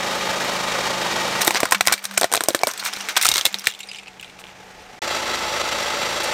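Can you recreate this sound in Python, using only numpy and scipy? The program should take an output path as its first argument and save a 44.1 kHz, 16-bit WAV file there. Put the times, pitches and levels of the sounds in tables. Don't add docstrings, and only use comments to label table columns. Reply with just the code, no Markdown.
import sys
import numpy as np
from scipy import signal
from scipy.fft import rfft, irfft
from scipy.io import wavfile
from scipy.ndimage import uniform_filter1d

SR = 44100
rng = np.random.default_rng(int(sys.argv[2]) if len(sys.argv) > 2 else 0)


def gain_from_db(level_db):
    decades = np.asarray(level_db, float) / 20
    return 10 ** decades


def store_wav(level_fs):
    pcm = np.round(np.clip(np.atleast_2d(level_fs), -1, 1) * 32767)
    wavfile.write(sys.argv[1], SR, pcm.T.astype(np.int16))


N = 279153

# start in seconds, peak in dB, ring in Hz, splinter in dB, burst in ms.
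CAB_BREAKS = [(1.4151, -12.5, 5940, 5.5, 8.2), (1.4475, -16, 12500, 10.5, 3), (1.4723, -6.5, 11900, 0, 1.7),
              (1.4771, -2.5, 1940, 3.5, 2.1), (1.5074, -7, 2260, 5, 0.98), (1.5459, -6, 4870, -8, 1.7),
              (1.5559, -9, 1920, -6, 2.3), (1.5753, -19, 1760, 0, 1.1), (1.5975, -19, 1137, -12, 1.9),
              (1.603, -12.5, 1140, 6.5, 3.1), (1.6319, -0.5, 1050, -5, 0.43), (1.6539, -12, 1050, -1, 3.5),
              (1.7097, -18, 1120, 10, 3.4), (1.721, -2.5, 1065, 0.5, 7.1), (1.7452, -9, 2280, -7, 9.3),
              (1.8078, -4, 1990, 0, 3.3), (1.8652, -17, 1970, 6, 2), (1.8721, -2.5, 4980, 4, 1.6),
              (1.8805, -9.5, 1990, -3, 4.3), (1.8901, -40, 8530, -5, 2.5), (1.9046, -13, 1190, -20, 0.69),
              (1.9223, -7.5, 2330, 4, 11), (1.9379, -8.5, 4120, 2, 1.8), (2.0526, -13, 4020, 4.5, 2.5)]
# start in seconds, peak in dB, ring in Hz, splinter in dB, hollow body in dB.
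CHASSIS_BREAKS = [(2.111, -20.5, 1610, 0, -39), (2.1769, -7.5, 2150, 10.5, -11.5),
                  (2.2122, -10, 8600, 8, -2), (2.2181, -10, 1440, -29, 4), (2.2315, -5.5, 4220, -9, -8),
                  (2.2427, -5.5, 1860, -1, -2), (2.3166, -19, 3240, 8, -2.5), (2.3251, -11.5, 8400, 4, -11),
                  (2.3372, -6, 1090, 5.5, -14), (2.348, -7, 1390, 1, -6), (2.355, -14, 3820, 9, -8),
                  (2.3666, -12, 4900, 3, -11), (2.375, -12.5, 3750, -6, -4), (2.407, -11, 1380, 3.5, -8),
                  (2.437, -17.5, 4220, 13, -6), (2.4584, -23, 3900, -12, -9), (2.4851, -3, 8550, 6, -8),
                  (2.5043, -16.5, 3820, -26, -3), (2.5475, -4, 1750, 3, -8), (2.5906, -23, 4150, 3, -19),
                  (2.6106, -23, 1830, -22, -4), (2.6339, -9.5, 1050, 3.5, 1), (2.6706, -7.5, 925, 4.5, 4),
                  (2.7362, -26.5, 6050, 8, -21)]
# start in seconds, peak in dB, ring in Hz, splinter in dB, burst
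# in ms.
DRUM_BREAKS = [(2.7755, -20, 7900, -1, 4.1), (2.8368, -22, 2260, -2, 2.9), (2.8508, -17, 5140, 7, 2.1),
               (2.8574, -14, 2360, -13, 8.9), (2.8709, -18.5, 6400, -2, 3), (2.9338, -19, 5140, -2, 4.9),
               (3.0084, -18, 5700, -22, 2.8), (3.0868, -13, 2170, 1, 1.8), (3.1655, -6, 3360, -3, 2.1),
               (3.1665, -12.5, 2110, -12, 23), (3.21, -12.5, 5700, -4, 21), (3.2328, -10.5, 2040, -1, 4),
               (3.2475, -10.5, 3750, 4, 5.6), (3.253, -5.5, 1310, 1.5, 5.5), (3.265, -12, 7050, 11, 3.5),
                (3.282, -10, 3600, -9, 1.6), (3.288, -4.5, 7130, 8, 1.8), (3.3148, -5, 3770, -2, 3.5),
                (3.3386, -10, 5980, 1, 4.6), (3.352, -10, 3750, -4, 1.6), (3.3574, -5, 3870, -1, 1.6),
                (3.367, -17, 3300, 6, 6), (3.3794, -5.5, 4220, -3, 2.9), (3.3873, -11.5, 3930, 1, 1.1),
                (3.411, -8.5, 3250, -4, 1.7), (3.4523, -3.5, 3430, 0.5, 5.5), (3.4635, -5.5, 3760, 2, 1.8),
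                (3.543, -6.5, 3870, -7.5, 0.98), (3.639, -25, 1510, -5, 12), (3.656, -16.5, 5930, 1, 0.94),
                (3.6702, -4.5, 2300, 3, 2), (3.6923, -34, 2720, -21, 5.4), (3.698, -24, 7100, -15, 4.2),
                (3.342, -19.5, 3850, -8, 2.2), (3.213, -12.5, 2370, 8, 1.8), (3.259, -19, 2230, -4, 4.6),
                (3.175, -17, 2150, 2, 4)]
# start in seconds, peak in dB, pitch in Hz, lower ring in dB.
HOLLOW_KNOCKS = [(1.4776, -17.5, 800, 2.5), (1.5076, -9, 903, -24), (1.632, -5.5, 684, -21),
                 (1.7212, -6.5, 1005, -25), (1.8078, -9, 740, -36), (1.8728, -12, 710, -30),
                 (1.9223, -11, 824, -33), (2.2132, -13.5, 736, -18), (2.2188, -21, 520, -21),
                 (2.2315, -8, 710, -22), (2.2426, -3.5, 680, -32), (2.3482, -9.5, 685, -28),
                 (2.3743, -18, 660, -27), (2.4855, -3, 628, -18), (2.5475, -6, 565, -13),
                 (2.601, -29, 680, -12), (2.6346, -7, 723, -32), (2.6712, -22, 790, -20)]
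# start in seconds, peak in dB, ring in Hz, splinter in dB,
# burst in ms.
MINOR_CRACKS = [(1.431, -20, 2760, 0, 1.5), (1.465, -24, 3950, 14, 1.5), (1.525, -30, 2980, -4, 1.5),
                (1.541, -24, 6030, 3, 1), (1.569, -22, 2120, 3, 5.9), (1.688, -38, 1330, 8, 2),
                (1.702, -41, 5500, 3, 1.1), (1.782, -32, 5700, -3, 1.3), (1.854, -27, 1940, 8, 2.7),
                (1.897, -15, 1190, -10, 0.66), (1.9152, -15, 1190, -8, 0.7), (1.978, -29, 2330, 0, 6.9),
                (1.991, -32, 2300, 0, 3), (2.025, -42, 1440, 11, 5.8), (2.139, -33, 1440, 8, 3.1),
                (2.198, -22, 6100, -9, 1.6), (2.533, -35, 3500, 10, 1.5), (2.615, -28, 5500, 5, 1.5),
                (2.65, -32, 6460, -3, 2), (2.689, -22, 1420, -8, 2), (2.712, -25.5, 6060, 2, 3),
                (2.794, -20, 4270, -4, 12), (2.826, -24, 1470, -10, 2.5), (2.928, -30, 3500, -2, 3.8),
         (2.963, -27, 4100, 1, 7.4), (2.971, -20, 1400, -15, 0.77), (2.987, -36, 5400, -3, 2),
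         (3.005, -24, 2400, -8, 2.4), (3.056, -43, 2320, -8, 8), (3.092, -23, 3900, 3, 3),
         (3.157, -24, 2300, -4, 2), (3.226, -19, 3520, 20.5, 1.5), (3.393, -25, 1290, 6, 3.5),
         (3.527, -35, 7300, 6, 3), (3.586, -28.5, 5800, 1, 2), (3.592, -29, 5600, 5, 7.2),
         (3.619, -32, 4800, -3, 1.5), (3.661, -26, 3860, -12, 4.5), (3.683, -28, 3640, -10, 6.9),
         (3.69, -28, 2780, -10, 8.7), (3.701, -28, 3350, -17, 3.1), (3.712, -28, 3540, -1, 1.7),
         (3.747, -33.5, 3530, -8, 6.1), (3.606, -35, 3200, -1, 7.3), (3.721, -34, 3300, -6, 6),
         (3.789, -35, 3560, 4, 7.8), (3.946, -30, 2970, -9, 3.8), (3.997, -35, 2630, -17, 3),
         (4.058, -41, 2500, -13, 5.3), (4.132, -45, 3500, -10, 1.5), (4.211, -35, 3380, 6, 1.5),
         (4.277, -42, 2680, -10, 4.3), (4.071, -35, 2600, -15, 5.3), (3.871, -41, 8800, -6, 5.5),
         (3.805, -31, 7300, -11, 3.3), (4.231, -34, 2470, -2, 4)]
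# frequency in Hz, level in dB per Hz.
SPLINTER = [(3240, -18), (5500, -1), (6880, -0.5), (8710, 4.5), (10500, -5.5), (14100, 0.5), (15000, -3),
            (16000, -12)]
# frequency in Hz, width in Hz, level in dB.
PANELS = [(1440, 1040, 23.5), (2280, 580, -3), (2410, 150, -5), (3760, 1300, 14), (5700, 280, -15),
          (7750, 320, 7)]
# frequency in Hz, time to fade by 60 dB in ms, level in dB.
TRUCK_RINGS = [(1050, 49, -1), (1476, 30, 1.5), (2300, 50, -2.5), (5750, 40, -7)]
DRUM_RINGS = [(1450, 48, -7), (2150, 115, -4.5), (2400, 27, 2), (2780, 49, 2), (3670, 44, -3.5),
              (7300, 45, -6)]
# time in seconds, level in dB.
TREAD_PRESSURE = [(1.36, -73), (1.4, -46), (1.6, -43), (1.8, -36), (1.9, -26.5), (2.02, -37.5), (2.15, -33),
                  (2.28, -41), (2.4, -33),
                  (2.6, -38), (2.9, -27.5), (3.14, -36.5), (3.2, -26), (3.35, -22), (3.44, -30.5), (3.72, -42.5),
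           (4.1, -53.5), (4.6, -54)]
# frequency in Hz, level in dB per Hz.
GRIT = [(300, -41), (600, -0.5), (1200, -0.5), (2400, 1), (3200, -1), (4000, -4), (6000, 1.5), (7500, -6)]
# start in seconds, length in ms, level in dB, brightness in dB.
SCRAPES = [(1.406, 27, -25.5, -1), (1.557, 24, -24, -4), (2.039, 13.7, -40.5, 11), (2.174, 8.1, -21.5, -12),
           (2.676, 41, -36, 4.5), (2.841, 49, -37.5, 5), (3.085, 35, -31.5, -9), (3.167, 13, -21.5, 0),
           (3.447, 25, -33, 3), (4.385, 32, -55, 7), (6.23, 20, -32.5, 3)]
# start in seconds, peak in dB, ring in Hz.
SHARDS = [(3.737, -28, 2880), (3.8027, -23.5, 2790), (3.8302, -26.5, 3760), (3.8875, -26.5, 4920),
          (3.914, -22.5, 2730), (3.9318, -31, 2780), (3.9575, -27, 2880), (3.968, -35, 4950),
          (3.985, -27, 2400), (4.031, -37, 2600), (4.079, -29.5, 2630), (4.196, -26.5, 2740),
          (4.227, -26.5, 2330), (4.2437, -27, 3260), (4.2973, -34.5, 2450)]
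# start in seconds, peak in dB.
RELAX_TICKS = [(4.3904, -28), (4.417, -29), (4.44, -24), (4.454, -30), (4.4685, -25.5), (4.4854, -31),
               (4.492, -30), (4.5014, -32), (4.515, -35)]
# frequency in Hz, width in Hz, level in dB.
SHARD_RINGS = [(2600, 630, -3.5), (3660, 790, -6.5), (7300, 500, -25)]
# time in seconds, level in dB.
FIRST_ENGINE = [(0, -30.5), (.7, -30.5), (1.38, -30), (1.6, -28), (1.85, -44.5), (2.9, -39.5), (3.6, -46),
                (4.1, -49), (4.99, -48.5)]
# time in seconds, level in dB.
SECOND_ENGINE = [(5.0, -32), (6.33, -30.5)]
# multiple of the firing rate, level in dB.
EXHAUST = [
    [(1, -36), (2, -16), (3, -21), (4, -20), (5, -6), (6, -32), (7, 0), (8, -7.5), (9, -6), (10, -8.5), (11, -14), (12, -32), (13, -2.5), (14, -14), (15, -9.5)],
    [(1, -21), (2, -5), (3, -6), (4, -7), (5, -4), (6, -14), (7, -5), (8, -6), (9, -1.5), (10, -7), (11, -12), (12, -8), (13, 2.5), (14, -26), (15, -26)],
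]
# frequency in Hz, width in Hz, level in dB.
BAY = [
    [(565, 70, -5.5), (875, 47, 0), (1228, 55, -3), (1916, 46, -2), (2330, 28, -3), (3250, 32, -12), (3750, 64, 5), (4220, 68, -18), (4600, 71, -21), (5370, 59, -20), (7180, 120, -17)],
    [(578, 80, -3), (869, 24, 7.5), (1310, 67, 2), (2035, 130, -3.5), (2680, 60, -6), (3330, 140, -10), (3930, 400, -11), (4610, 110, -1), (5700, 150, -6), (7400, 160, 1)],
    [(747, 46, 10), (857, 41, 12), (442, 40, -7), (273, 330, 1), (2110, 1100, -11)],
]
# frequency in Hz, level in dB per Hz.
CLATTER = [(24, -44), (40, -21), (150, -16), (310, -11), (500, -4.5), (990, -5), (2900, -9), (3800, -11.5),
           (6000, -14), (8500, -21), (10500, -27.5), (13000, -28), (15500, -35.5), (17000, -58)]
# start in seconds, level in dB.
SURGES = [(1.735, 23), (2.08, 8), (2.77, 5.5), (3.5, 17)]
# start in seconds, length in ms, level in dB.
BUMPS = [(1.46, 40, -43), (3.26, 170, -48)]

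CUT_START_S, CUT_END_S = 4.992, 5.018
CAB_HZ, CHASSIS_HZ, DRUM_HZ = 744, 670, 940
CHASSIS_MS = 1.8
CAB_BODY_DB, DRUM_BODY_DB = 0, -8.5
BODY_PER_DB = 1.87
KNOCK_MS, LOWER_HZ, LOWER_MS = 1.7, 344, 7.1
CRUMPLE_DB = -10
THIN_FROM_HZ, THIN_SHARE = 2500, 0.48
DRUM_FROM_S, RING_DB = 2.76, -46.5
SETTLE_MS, RELAX_MS, RELAX_HZ = 4.2, 1.2, 2450
IDLE_HZ, PULL_HZ = (185.6, 186), 197
PULL_START_S, PULL_END_S, PULL_RAMP_S = 1.4, 4.08, 0.046
EXHAUST_DB = -10.5, -22.5
LUG_DB, BOOM_WOBBLE_DB = -13, 4
SURGE_RISE_S, SURGE_FALL_S = 0.033, 0.36
REAR_LIFT_DB, REAR_FROM_S = 9.5, 3.65
DUCK_KNEE_DB, DUCK_SHARE, DUCK_RELEASE_S = -29.5, 0.96, 0.28
TOP_HZ = 16200


def level(x, db=0):
    return x * gain_from_db(db) / np.sqrt(np.mean(x ** 2))


def curve(table):
    seconds, db = np.transpose(table)
    return np.interp(np.arange(N) / SR, seconds, db)


def colour(x, points, peaks=(), lift_db=0):
    hz = np.arange(N // 2 + 1) * SR / N + 1
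    point_hz, point_db = np.transpose(points)
    gain = gain_from_db(np.interp(np.log(hz), np.log(point_hz), point_db, -90, -90))
    bumps = sum(gain_from_db(lift_db + db / 2) / (1 + (2 * (hz - f) / w) ** 2) for f, w, db in peaks)
    return irfft(rfft(x) * gain * (1 + bumps), N)


def band(x, lo_hz, hi_hz):
    sos = signal.butter(2, [lo_hz, min(hi_hz, .45 * SR)], "band", fs=SR, output="sos")
    return signal.sosfilt(sos, x)


def walk(rate):
    k = int(SR / rate)
    steps = np.repeat(rng.standard_normal(N // k + 1), k)
    return 1.09 * uniform_filter1d(uniform_filter1d(steps, k), k)[:N]


def breaks():
    def crumple(s):
        return CRUMPLE_DB * any(abs(s - k[0]) < .002 for k in HOLLOW_KNOCKS)

    def knocked(rows, body_db, body_hz):
        return [(s, db, hz, body_db + BODY_PER_DB * db + crumple(s), splinter, ms, body_hz)
                for s, db, hz, splinter, ms in rows]

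    chassis = [(s, db, hz, body + crumple(s), splinter, CHASSIS_MS, CHASSIS_HZ)
               for s, db, hz, splinter, body in CHASSIS_BREAKS]
    cab = knocked(CAB_BREAKS, CAB_BODY_DB, CAB_HZ)
    drum = knocked(DRUM_BREAKS, DRUM_BODY_DB, DRUM_HZ)
    truck = snaps(cab + chassis, 0.91, 0.28, -17.0, thin_share=0.2)
    return truck + knocks() + snaps(drum, 0.72, 0.45, -16.0)


def snaps(table, ring_share, ring_ms, tail_db, thin_share=THIN_SHARE):
    out, t = np.zeros(N + 4096), np.arange(4096) / SR
    ragged = rng.standard_normal(N) * gain_from_db(1.7 * walk(900))
    mid = level(band(ragged, 1170, 7560))
    low = level(band(ragged, 253, 640))
    mid = level(colour(mid, ((300, 0.041), (9000, 0)), PANELS, lift_db=2.0))
    thin = level(band(mid, THIN_FROM_HZ, 10200))
    high = level(colour(ragged, SPLINTER))
    chance = rng.random((len(table), 9))
    for (s, db, hz, body_db, splinter_db, ms, body_hz), c in zip(table, chance):
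        tau = max(ms, .5) * 0.6 / 1000
        j = int(c[0] * (N - 4096))
        piece = slice(j, j + 4096)
        rise = 1 - np.exp(-(t / (0.31 * tau)) ** 2)
        burst = rise * np.exp(-t / tau)
        tail = rise * gain_from_db(tail_db) * np.exp(-t / 0.013)

        pitch = hz * np.array([[1], [0.45 + 0.375 * c[1]], [1.6 + 0.525 * c[2]]])
        tones = np.sin(2 * np.pi * (pitch * t + c[3:6, None]))
        rings = (tones * [[1], [.35], [.35]]).sum(axis=0)
        rings *= rise * np.exp(-t / (tau * 1.5 + ring_ms / 1000)) * min(1, 0.0031 / tau)
        rings *= .8 + .6 * low[piece][::-1]

        shell = 2 * np.pi * body_hz * (0.798 + 0.42 * c[6]) * t
        body = 1.1 * np.sin(shell) * np.exp(-t / 0.0023)
        body += 0.05 * (CHASSIS_HZ / body_hz) ** 3 * np.sin(.5 * shell) * np.exp(-t / 0.011)
        body += 0.33 * low[piece] * rise * np.exp(-t / 0.0079)

        share = thin_share * (hz > THIN_FROM_HZ)
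        noise = 0.59 * (burst + tail) * ((1 - share) * mid[piece] + share * thin[piece])
        noise += 0.5 * gain_from_db(splinter_db) * (burst + 0.86 * tail) * high[piece]
        i = int(s * SR)
        out[i:i + 4096] += gain_from_db(db + 1.5) * (ring_share * rings + noise + 1.25 * gain_from_db(body_db) * body)
    return out[:N]


def knocks():
    out, t = np.zeros(N), np.arange(4096) / SR
    for s, db, hz, low_db in HOLLOW_KNOCKS:
        fade = np.exp(-t * 1000 / KNOCK_MS) + 0.054 * np.exp(-t / 0.013)
        knock = np.sin(2 * np.pi * hz * t) * fade
        lower = np.sin(2 * np.pi * LOWER_HZ * t) * np.exp(-t * 1000 / LOWER_MS)
        out[int(s * SR):][:4096] -= gain_from_db(db + 3.5) * (knock + gain_from_db(low_db + 0.5) * lower)
    return out


def small_cracks():
    rows = [(s, db - 1.5, hz, -22.0, splinter, ms, DRUM_HZ) for s, db, hz, splinter, ms in MINOR_CRACKS]
    return snaps(rows, 1.8, 0.57, -16.0)


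def afterring(toys):
    drum = np.arange(N) > DRUM_FROM_S * SR
    out = np.zeros(N)
    for rings, part in ((TRUCK_RINGS, ~drum), (DRUM_RINGS, drum)):
        for hz, ms, db in rings:
            p = np.exp(-np.log(1000) / (ms / 1000 * SR))
            shake = np.abs(toys) * part * rng.standard_normal(N) * gain_from_db(3 * walk(15))
            ring = signal.lfilter([1, 0, -1], [1, -2 * p * np.cos(2 * np.pi * hz / SR), p * p], shake)
            out += ring * gain_from_db(db + 4 * walk(200))
    return out * gain_from_db(RING_DB)


def crackle(rate, spread_db):
    size = gain_from_db(np.minimum(spread_db * rng.exponential(size=N), 9))
    grains = (rng.random(N) < rate / SR) * size
    puffs = signal.lfilter([1], [1, -np.exp(-1 / (0.0069 * SR))], grains)
    return rng.standard_normal(N) * (puffs + 0.87)


def grind(gain):
    t = np.arange(N) / SR
    dull = level(colour(crackle(450, 1.2), GRIT, PANELS, lift_db=-9.5))
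    bright = level(colour(crackle(250, 4.0), SPLINTER), -3.7)
    bed = dull * gain_from_db(0.45 * walk(28.9)) + .5 * bright * gain_from_db(1.1 * walk(29.0))
    out = bed * gain_from_db(curve(TREAD_PRESSURE)) * gain
    out[:int(1.37 * SR)] = 0
    out[int(CUT_START_S * SR):] = 0
    for s, ms, db, bright_db in SCRAPES:
        shape = np.interp((t - s) * 1000 / ms, (0, .15, .7, 1.2), (0, 1, .7, 0))
        out += shape * gain_from_db(db + 5.5) * (dull + gain_from_db(bright_db) * bright)
    return out


def shards():
    out, t = np.zeros(N), np.arange(4096) / SR
    rows = [(s, db, hz, SETTLE_MS * hz / RELAX_HZ, .8) for s, db, hz in SHARDS]
    rows += [(s, db - 3.5, RELAX_HZ, RELAX_MS, .15) for s, db in RELAX_TICKS]
    for (s, db, hz, ms, loose), noise in zip(rows, rng.standard_normal((len(rows), 4096))):
        tau = max(ms - 1.0, .2) / 1000
        width = 1 + min(0.69 / ms ** 1.23, .45)
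        tick = noise * (1 - np.exp(-t / (0.081 * tau))) * np.exp(-t / tau)
        rustle = tick + 0.18 * noise * np.exp(-t / 0.043)
        tone = np.sin(2 * np.pi * hz * t)
        sound = band(band(tick, hz / width, hz * width), hz / 1.18, hz * 1.5)
        shared = sum(gain_from_db(d) * band(rustle, f - w / 2, f + w / 2) for f, w, d in SHARD_RINGS)
        sound += loose * (shared + 0.15 * band(rustle, 4800, 8600))
        spike = tone[:40] * np.exp(-t[:40] / .0002)
        sound[:40] += (1 - loose) * 2.1 * np.abs(sound).max() * spike
        sound += 0.18 * (hz > 4500) * tone * np.exp(-t / 0.012)
        out[int(s * SR):][:4096] += gain_from_db(db + 2.0) * sound / np.abs(sound).max()
    return out


def thud(toys):
    return 0.051 * band(band(np.tanh(2.7 * toys) ** 2, 94, 215), 66, 340)


def engine(shot, loudness, knock, echo, far=0, pull=0, boom=0):
    idle_hz, partials = IDLE_HZ[shot], EXHAUST[shot]
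    phase = 2 * np.pi * np.cumsum(idle_hz / 7 * (1 + .002 * walk(3))) / SR
    climb = 2 * np.pi * np.cumsum(pull * np.full(N, PULL_HZ - idle_hz)) / SR
    rear = far * np.clip((np.arange(N) / SR - REAR_FROM_S) * 5, 0, 1)

    def change_db(k):
        if k == 7:
            return boom
        lift = REAR_LIFT_DB + 8 * (k == 4) - LUG_DB * pull / 2
        return LUG_DB * np.maximum(pull, far / 2) + (k < 6) * lift * rear

    exhaust = np.zeros(N)
    for k, db in partials:
        tone = np.sin(k * phase + (k == 7) * climb + 2 * np.pi * rng.random())
        exhaust += gain_from_db(db + change_db(k) + 1.6 * walk(2.82)) * tone

    beat = np.exp((knock + 0.03 * far) * np.cos(phase) + echo * np.cos(2 * phase + 2.6))
    rattle = rng.standard_normal(N) * beat * gain_from_db(1.7 * walk(180))
    clatter = np.zeros(N)
    for share, peaks in ((1 - far, BAY[shot]), (far, BAY[2])):
        view = colour(rattle, CLATTER, peaks, lift_db=3.0)
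        clatter += share * view / np.std(band(view, 500, 1000))
    seventh_db = partials[6][1]
    mix = exhaust * gain_from_db(EXHAUST_DB[shot] + 2.0 - seventh_db) + clatter * gain_from_db(1.35)
    return mix * gain_from_db(curve(loudness))


def surge(t):
    extra_db = np.zeros(N)
    for s, db in SURGES:
        fade = np.exp(-np.maximum(t - s, 0) / SURGE_FALL_S)
        extra_db += db * np.clip((t - s) / SURGE_RISE_S, 0, 1) * fade
    return extra_db


def duck(loud):
    p = np.exp(-1 / (DUCK_RELEASE_S * SR))
    power = signal.lfilter([1 - p], [1, -p], loud ** 2)
    return (1 + power / gain_from_db(2 * DUCK_KNEE_DB)) ** (-DUCK_SHARE / 2)


def bumps():
    t = np.arange(N) / SR
    shape = sum(gain_from_db(db) * np.interp((t - s) * 1000 / ms, (0, .3, 1), (0, 1, 0)) for s, ms, db in BUMPS)
    return shape * level(band(rng.standard_normal(N), 28, 165))


def breeze():
    swell = gain_from_db(2.0 * walk(3.4)) * np.interp(np.arange(N) / SR, (3.8, 4.4), (.2, 1))
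    return level(band(rng.standard_normal(N), 24, 145), -59.0) * swell


def scene():
    t = np.arange(N) / SR
    opened = np.clip((t - PULL_START_S) / PULL_RAMP_S, 0, 1)
    closed = np.clip((t - PULL_END_S) / PULL_RAMP_S, 0, 1)
    pull = opened - closed
    far = np.clip((t - 2.2) / 0.34, 0, 1)
    boom = surge(t) + (BOOM_WOBBLE_DB * walk(22.34) - 1) * pull

    cracks = breaks()
    gain = duck(cracks)
    toys = grind(gain ** 0.7) + cracks + shards()
    first = gain * engine(0, FIRST_ENGINE, 0.14, 0.045, far, pull, boom)
    first += thud(toys) + breeze() + bumps()
    second = engine(1, SECOND_ENGINE, 0.16, 0.074)

    toys = band(toys, 305, 13300) + small_cracks()
    toys = toys + afterring(toys)
    before = np.clip((CUT_START_S - t) * 500, 0, 1)
    after = np.clip((t - CUT_END_S) * 500, 0, 1)
    mono = (first + toys) * before + (second + toys) * after
    return np.array([mono, mono])


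def band_limit(x):
    return signal.sosfilt(signal.butter(12, 16470, fs=SR, output="sos"), x)


def record(dry):
    clipped = np.clip(dry, -.9, .9)
    mix = signal.sosfilt(signal.ellip(8, .2, 70, TOP_HZ, fs=SR, output="sos"), clipped)
    return band_limit(mix)


dry = scene()
out = record(dry)
store_wav(out)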